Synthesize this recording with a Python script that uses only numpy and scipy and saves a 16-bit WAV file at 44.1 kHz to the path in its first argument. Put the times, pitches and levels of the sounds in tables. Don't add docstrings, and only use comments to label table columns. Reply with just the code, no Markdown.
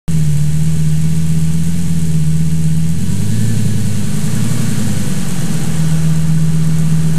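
import sys
import numpy as np
from scipy import signal
from scipy.fft import rfft, irfft
from scipy.io import wavfile

SR = 44100
rng = np.random.default_rng(int(sys.argv[2]) if len(sys.argv) > 2 else 0)


def log_audio(samples):
    frames = np.atleast_2d(samples).T
    limited = np.clip(frames, -1, 1)
    pcm = np.round(limited * 32767).astype(np.int16)
    wavfile.write(sys.argv[1], SR, pcm)


N = 316638
T = np.arange(N) / SR
HZ = np.fft.rfftfreq(N, 1 / SR)
CYLINDERS, IDLE_HZ, MAX_CYCLES = 10, 80, 100


def amp(db):
    return 10 ** (np.asarray(db) / 20)


def unit(x):
    return x / np.sqrt(np.mean(x ** 2) + 1e-20)


def curve(rows):
    return np.interp(T, *np.transpose(rows))


def swell(s, half_s):
    return np.exp(-((T - s) / half_s) ** 2)


def drift(hz):
    return unit(irfft(rfft(rng.standard_normal(N)) / (1 + (HZ / hz) ** 4), N))


def colour(x, db):
    return unit(irfft(rfft(x) * amp(db), N))


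def noise_band(hz, width_hz):
    return colour(rng.standard_normal(N), -20 * np.log10(1 + (2 * (HZ - hz) / width_hz) ** 2))


def shape(points):
    hz, db = np.transpose(points)
    octave, known = np.log2(HZ + 1), np.log2(hz)
    return np.interp(octave, known, db) - 48 * abs(octave - np.clip(octave, known[0], known[-1]))


def bumps(modes):
    return sum(db / (1 + (2 * (HZ - hz) / width) ** 2) for hz, width, db in modes)


def ringing(modes, ripple_db):
    weak = irfft(rfft(rng.standard_normal(len(HZ)))[:400], len(HZ))
    return bumps(modes) + ripple_db * unit(weak)


def firings(cycles, sizes):
    number = np.floor(cycles * CYLINDERS).astype(int)
    at = np.flatnonzero(np.diff(number))
    train = np.zeros(N)
    train[at] = sizes.ravel()[number[at]]
    return train


def ticking(cycles, share, spread_db, ring_s, chance_db=2):
    own = rng.permutation(np.linspace(-1, 1, CYLINDERS))
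    chance = np.minimum(rng.standard_normal((MAX_CYCLES, CYLINDERS)), 2)
    strikes = firings(cycles, amp(spread_db * own + chance_db * chance))
    bursts = unit(signal.lfilter([1], [1, -np.exp(-1 / (ring_s * SR))], strikes))
    return np.sqrt(1 - share + share * bursts ** 2) * rng.standard_normal(N)


# time in seconds, nearness from 0 (outdoors) to 1 (parked inside).
WALL_NEARNESS = [(3.6, 0.17), (4.4, 0.87), (5.0, 0.74), (5.7, 0.96), (7.1, 1)]
# time in seconds, gain in dB.
BAY_REFLECTIONS = [(.2, 0.34), (1.9, 0), (2.4, -.8), (3.75, -0.7), (4.3, 4), (5.1, 5), (5.55, 7),
                   (5.9, 6.5), (6.4, 3), (6.85, 4.5)]
def garage():
    return curve(WALL_NEARNESS), curve(BAY_REFLECTIONS)


# pitch in Hz, width in Hz,
# loudest moment in seconds, half length in seconds, level in dB.
GARAGE_HUMS = [(403, 130, 3.6, .33, -36.5), (230, 54, 4.9, .3, -28.5), (508, 37, 5.0, 0.21, -39.5),
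               (500, 130, 5.8, 0.38, -40), (1450, 600, 4.7, 0.63, -45.5), (790, 110, 5.66, 0.31, -43.5),
               (305, 58, 6.2, 0.45, -42.5), (388.4, 6.2, 7.37, 0.81, -40)]
def wall_hums():
    return sum(amp(db) * swell(s, half_s) * noise_band(hz, width_hz)
               for hz, width_hz, s, half_s, db in GARAGE_HUMS)


def body_rumble(db=-43, waver_db=1.2):
    return amp(db + waver_db * drift(4.5)) * noise_band(hz=37, width_hz=20)


# multiple of the firing rate,
# loudest moment in seconds, half length in seconds, level in dB.
BELT_WHINES = [(10, 3.13, 0.036, -42), (15.75, 3.49, 0.31, -40.5), (13.9, 3.55, 0.35, -48),
               (10, 4.55, .2, -44), (20, 4.55, 0.17, -43.5), (10.2, 2.7, 0.038, -50)]
def belt_whines(cycles, waver_db=2, wobble_rad=.3):
    out = np.zeros(N)
    for multiple, s, half_s, db in BELT_WHINES:
        level = amp(db + waver_db * drift(15)) * swell(s, half_s)
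        out += level * np.sin(2 * np.pi * multiple * CYLINDERS * cycles + wobble_rad * drift(25))
    return out


def intake_rasp(load, full_load_db=-44):
    return amp(full_load_db) * load * noise_band(hz=4140, width_hz=1300)


# frequency in Hz, relative level in dB.
HISS_SPECTRUM = [(2650, -20), (4400, -14), (5050, -19), (6300, -5), (7600, 1.5), (8000, 2), (9000, 0),
                 (9800, -3), (11100, -4.5), (12400, -12), (13300, -11), (14200, -19), (15200, -22)]
# frequency in Hz, width in Hz, gain in dB.
METAL_MODES = [(5740, 140, -2), (6560, 180, 1.5), (7220, 150, 4), (7340, 130, -4), (9050, 140, 3.5),
               (12000, 140, 6), (13080, 220, 5.5)]
def injectors(cycles, load, idle_share=.36, loaded_share=.21):
    tick_share = idle_share + (loaded_share - idle_share) * load
    ticks = ticking(cycles, tick_share, spread_db=6, ring_s=.0055)
    hiss = colour(ticks, shape(HISS_SPECTRUM) + ringing(METAL_MODES, ripple_db=.6))
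    once_a_cycle = np.exp(-(((cycles + .5) % 1 - .5) / .06) ** 2)
    chink_hz, width_hz = 8500, 2200
    resonance_db = -20 * np.log10(1 + (2 * (HZ - chink_hz) / width_hz) ** 2)
    chink = colour(once_a_cycle * rng.standard_normal(N), resonance_db)
    return amp(1.2) * hiss + amp(-14) * chink


# frequency in Hz, relative level in dB.
BAY_OUTDOORS = [(250, -23), (320, -7), (355, -15.5), (410, -8), (540, -17.5), (900, -18), (1100, -22),
                (1400, -22), (1550, -17.5), (2450, -18), (2900, -15.5), (3700, -20), (5000, -20.5),
                (6500, -18)]
BAY_INDOORS = [(250, 2.5), (315, 2.5), (360, -7), (480, -3.5), (580, -9), (1050, -11.5), (1350, -9.5),
               (1650, -10), (2400, -14), (2900, -11), (3700, -15), (5000, -16), (6500, -12.5)]
# frequency in Hz, width in Hz, gain in dB.
PANEL_MODES = [(393.7, 12, 6), (607, 14, 5.5), (668, 6.5, 7), (789, 32, 5.5), (945, 61, 4), (1160, 68, 5),
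               (1492, 36, 6.5), (1680, 33, 5.5), (1860, 60, 3.5), (2258, 52, 5.5), (2680, 20, 4.5),
               (3270, 79, 2), (4190, 210, 5), (4600, 90, 2)]
def valve_clatter(cycles, inside):
    ticks = ticking(cycles, share=.1, spread_db=4, ring_s=.006)
    panels_db = ringing(PANEL_MODES, ripple_db=.5)
    outdoors = amp(5) * colour(ticks, shape(BAY_OUTDOORS) + panels_db)
    indoors = amp(4) * colour(ticks, shape(BAY_INDOORS) + panels_db)
    return (1 - inside) * outdoors + inside * indoors


def exhaust_flap(opens_s=2.93, opening_takes_s=.026, shuts_s=5.76, shutting_takes_s=.11):
    opening = np.clip(.5 + (T - opens_s) / opening_takes_s, 0, 1)
    shutting = np.clip(.5 + (T - shuts_s) / shutting_takes_s, 0, 1)
    return opening - shutting


# time in seconds, extra burble in dB.
IDLE_SURGES = [(.19, 5), (.33, 4), (1.69, 3.5), (2.07, 4), (2.21, 1.5)]
def surges():
    return sum(db * swell(s, half_s=.02) for s, db in IDLE_SURGES)


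# frequency in Hz, relative level in dB.
PIPE_SPECTRUM = [(20, -22), (45, -11), (65, -20), (100, -17), (135, 0.5), (170, -3.5), (220, 0.5),
                 (250, -11), (290, -24), (350, -37), (430, -22), (500, -24), (560, -42), (800, -41)]
def burble(cycles, load, flutter=.7):
    puffs = unit(firings(cycles, rng.standard_normal((MAX_CYCLES, CYLINDERS))))
    gas = puffs + flutter * rng.standard_normal(N)
    return amp(-.3 - 2.5 * load) * colour(gas, shape(PIPE_SPECTRUM))


# multiple of the four-stroke cycle rate,
# relative level in dB at idle, the same under load.
LOPE_LINES = [(5, -8, -18), (12, -19, -6), (13, -21, -3), (14, -21, -9), (15, -2, -3), (16, -14, -20),
              (17, -8, -15), (18, 0, -6), (19, -7, -9), (21, -13, -10), (22, -10, -14), (23, -13, -19),
              (24, -13, -23), (25, -8, -21), (26, -20, -30), (28, -8, -28), (29, -17, -30), (30, -11, -22),
              (35, -18, -31), (37, -21, -29), (39, -20, -31), (40, -18, -23), (42, -27, -25),
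              (50, -16, -31), (53, -23, -32)]
# frequency in Hz, width in Hz, gain in dB.
TAILPIPE_MODES = [(151, 15, 2.5), (268, 32, -5), (362, 38, -5), (399, 37, 3)]
def lope(cycles, load):
    out = np.zeros(N)
    for multiple, idle_db, loaded_db in LOPE_LINES:
        db = (1 - load) * idle_db + load * loaded_db + 1.6 * drift(3)
        wander = .25 * drift(4)
        pipe_delay = rng.random()
        out += amp(db) * np.sin(2 * np.pi * (multiple * cycles + pipe_delay) + wander)
    return np.sqrt(2) * irfft(rfft(out) * amp(bumps(TAILPIPE_MODES)), N)


def silencer_boom(cycles, firing_hz, flap, inside, hz=153.5, width_hz=25.5):
    detune = 2 * (2 * firing_hz - hz) / width_hz
    resonant = amp(-14 - 8 * flap) / np.hypot(1, detune)
    floor = amp(-27)
    level = np.hypot(resonant, floor) * amp(1.1 * inside + .6 * drift(9))
    return np.sqrt(2) * level * np.sin(4 * np.pi * CYLINDERS * cycles)


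# time in seconds, half length in seconds, dip in dB.
ECHO_NULLS = [(4.18, 0.14, -9), (4.66, 0.21, -4), (5.12, 0.05, -16), (5.42, 0.21, -26)]
def firing_note(cycles, octaves, flap, inside):
    null_db = sum(db * swell(s, half_s) for s, half_s, db in ECHO_NULLS)
    db = -26.5 + 22 * flap * octaves - 3 * inside + null_db + .4 * drift(10)
    return np.sqrt(2) * amp(db) * np.sin(2 * np.pi * CYLINDERS * cycles)


# time in seconds, firing rate in Hz.
FIRING_RATE = [(.1, 81.5), (.35, 73.3), (.69, 80), (.9, 77.3), (1.15, 80.9), (1.45, 79.9), (1.81, 85.6),
               (2.25, 78), (2.45, 81.2), (2.7, 79.5), (2.91, 82), (3.2, 101), (3.44, 111.8), (4.11, 100),
               (4.45, 113.5), (4.6, 116), (5.05, 96.5), (5.4, 86.5), (5.8, 79.8), (7.17, 80)]
def scene():
    firing_hz, flap = curve(FIRING_RATE), exhaust_flap()
    cycles = np.cumsum(firing_hz) / SR / CYLINDERS
    octaves = np.log2(firing_hz / IDLE_HZ)
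    load = flap * np.clip(octaves / .44, 0, 1)
    inside, reflected_db = garage()
    surge_db = surges()

    burble_db = -30 + 6 * octaves + 4.5 * flap + surge_db
    exhaust = firing_note(cycles, octaves, flap, inside)
    exhaust += silencer_boom(cycles, firing_hz, flap, inside)
    exhaust += amp(burble_db) * (lope(cycles, load) + burble(cycles, load))

    clatter_db = -41 + 4.8 * octaves + reflected_db
    hiss_db = -36 + 5.7 * octaves + reflected_db - 5.5 * inside + .5 * surge_db
    bay = amp(clatter_db) * valve_clatter(cycles, inside)
    bay += amp(hiss_db) * injectors(cycles, load) + belt_whines(cycles)

    lean_right = amp([[-.28], [.28]])
    return (exhaust + body_rumble()) * lean_right + bay + wall_hums() + intake_rasp(load)


# pitch in Hz, level in dB.
ELECTRONIC_TONES = [(4000, -59), (8000, -64)]
def record(dry, start_s=.08, cutoff_hz=15200):
    tones = sum(np.sqrt(2) * amp(db) * np.sin(2 * np.pi * hz * T) for hz, db in ELECTRONIC_TONES)
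    fade_in = np.clip((T - start_s) / .004, 0, 1)
    offset = np.array([[.264], [.2346]]) * (T >= start_s)
    lowpass = signal.firwin(511, cutoff_hz, window=("kaiser", 9), fs=SR)
    return signal.oaconvolve((dry + tones) * fade_in + offset, lowpass[None], "same")


dry = scene()
out = record(dry)
log_audio(out)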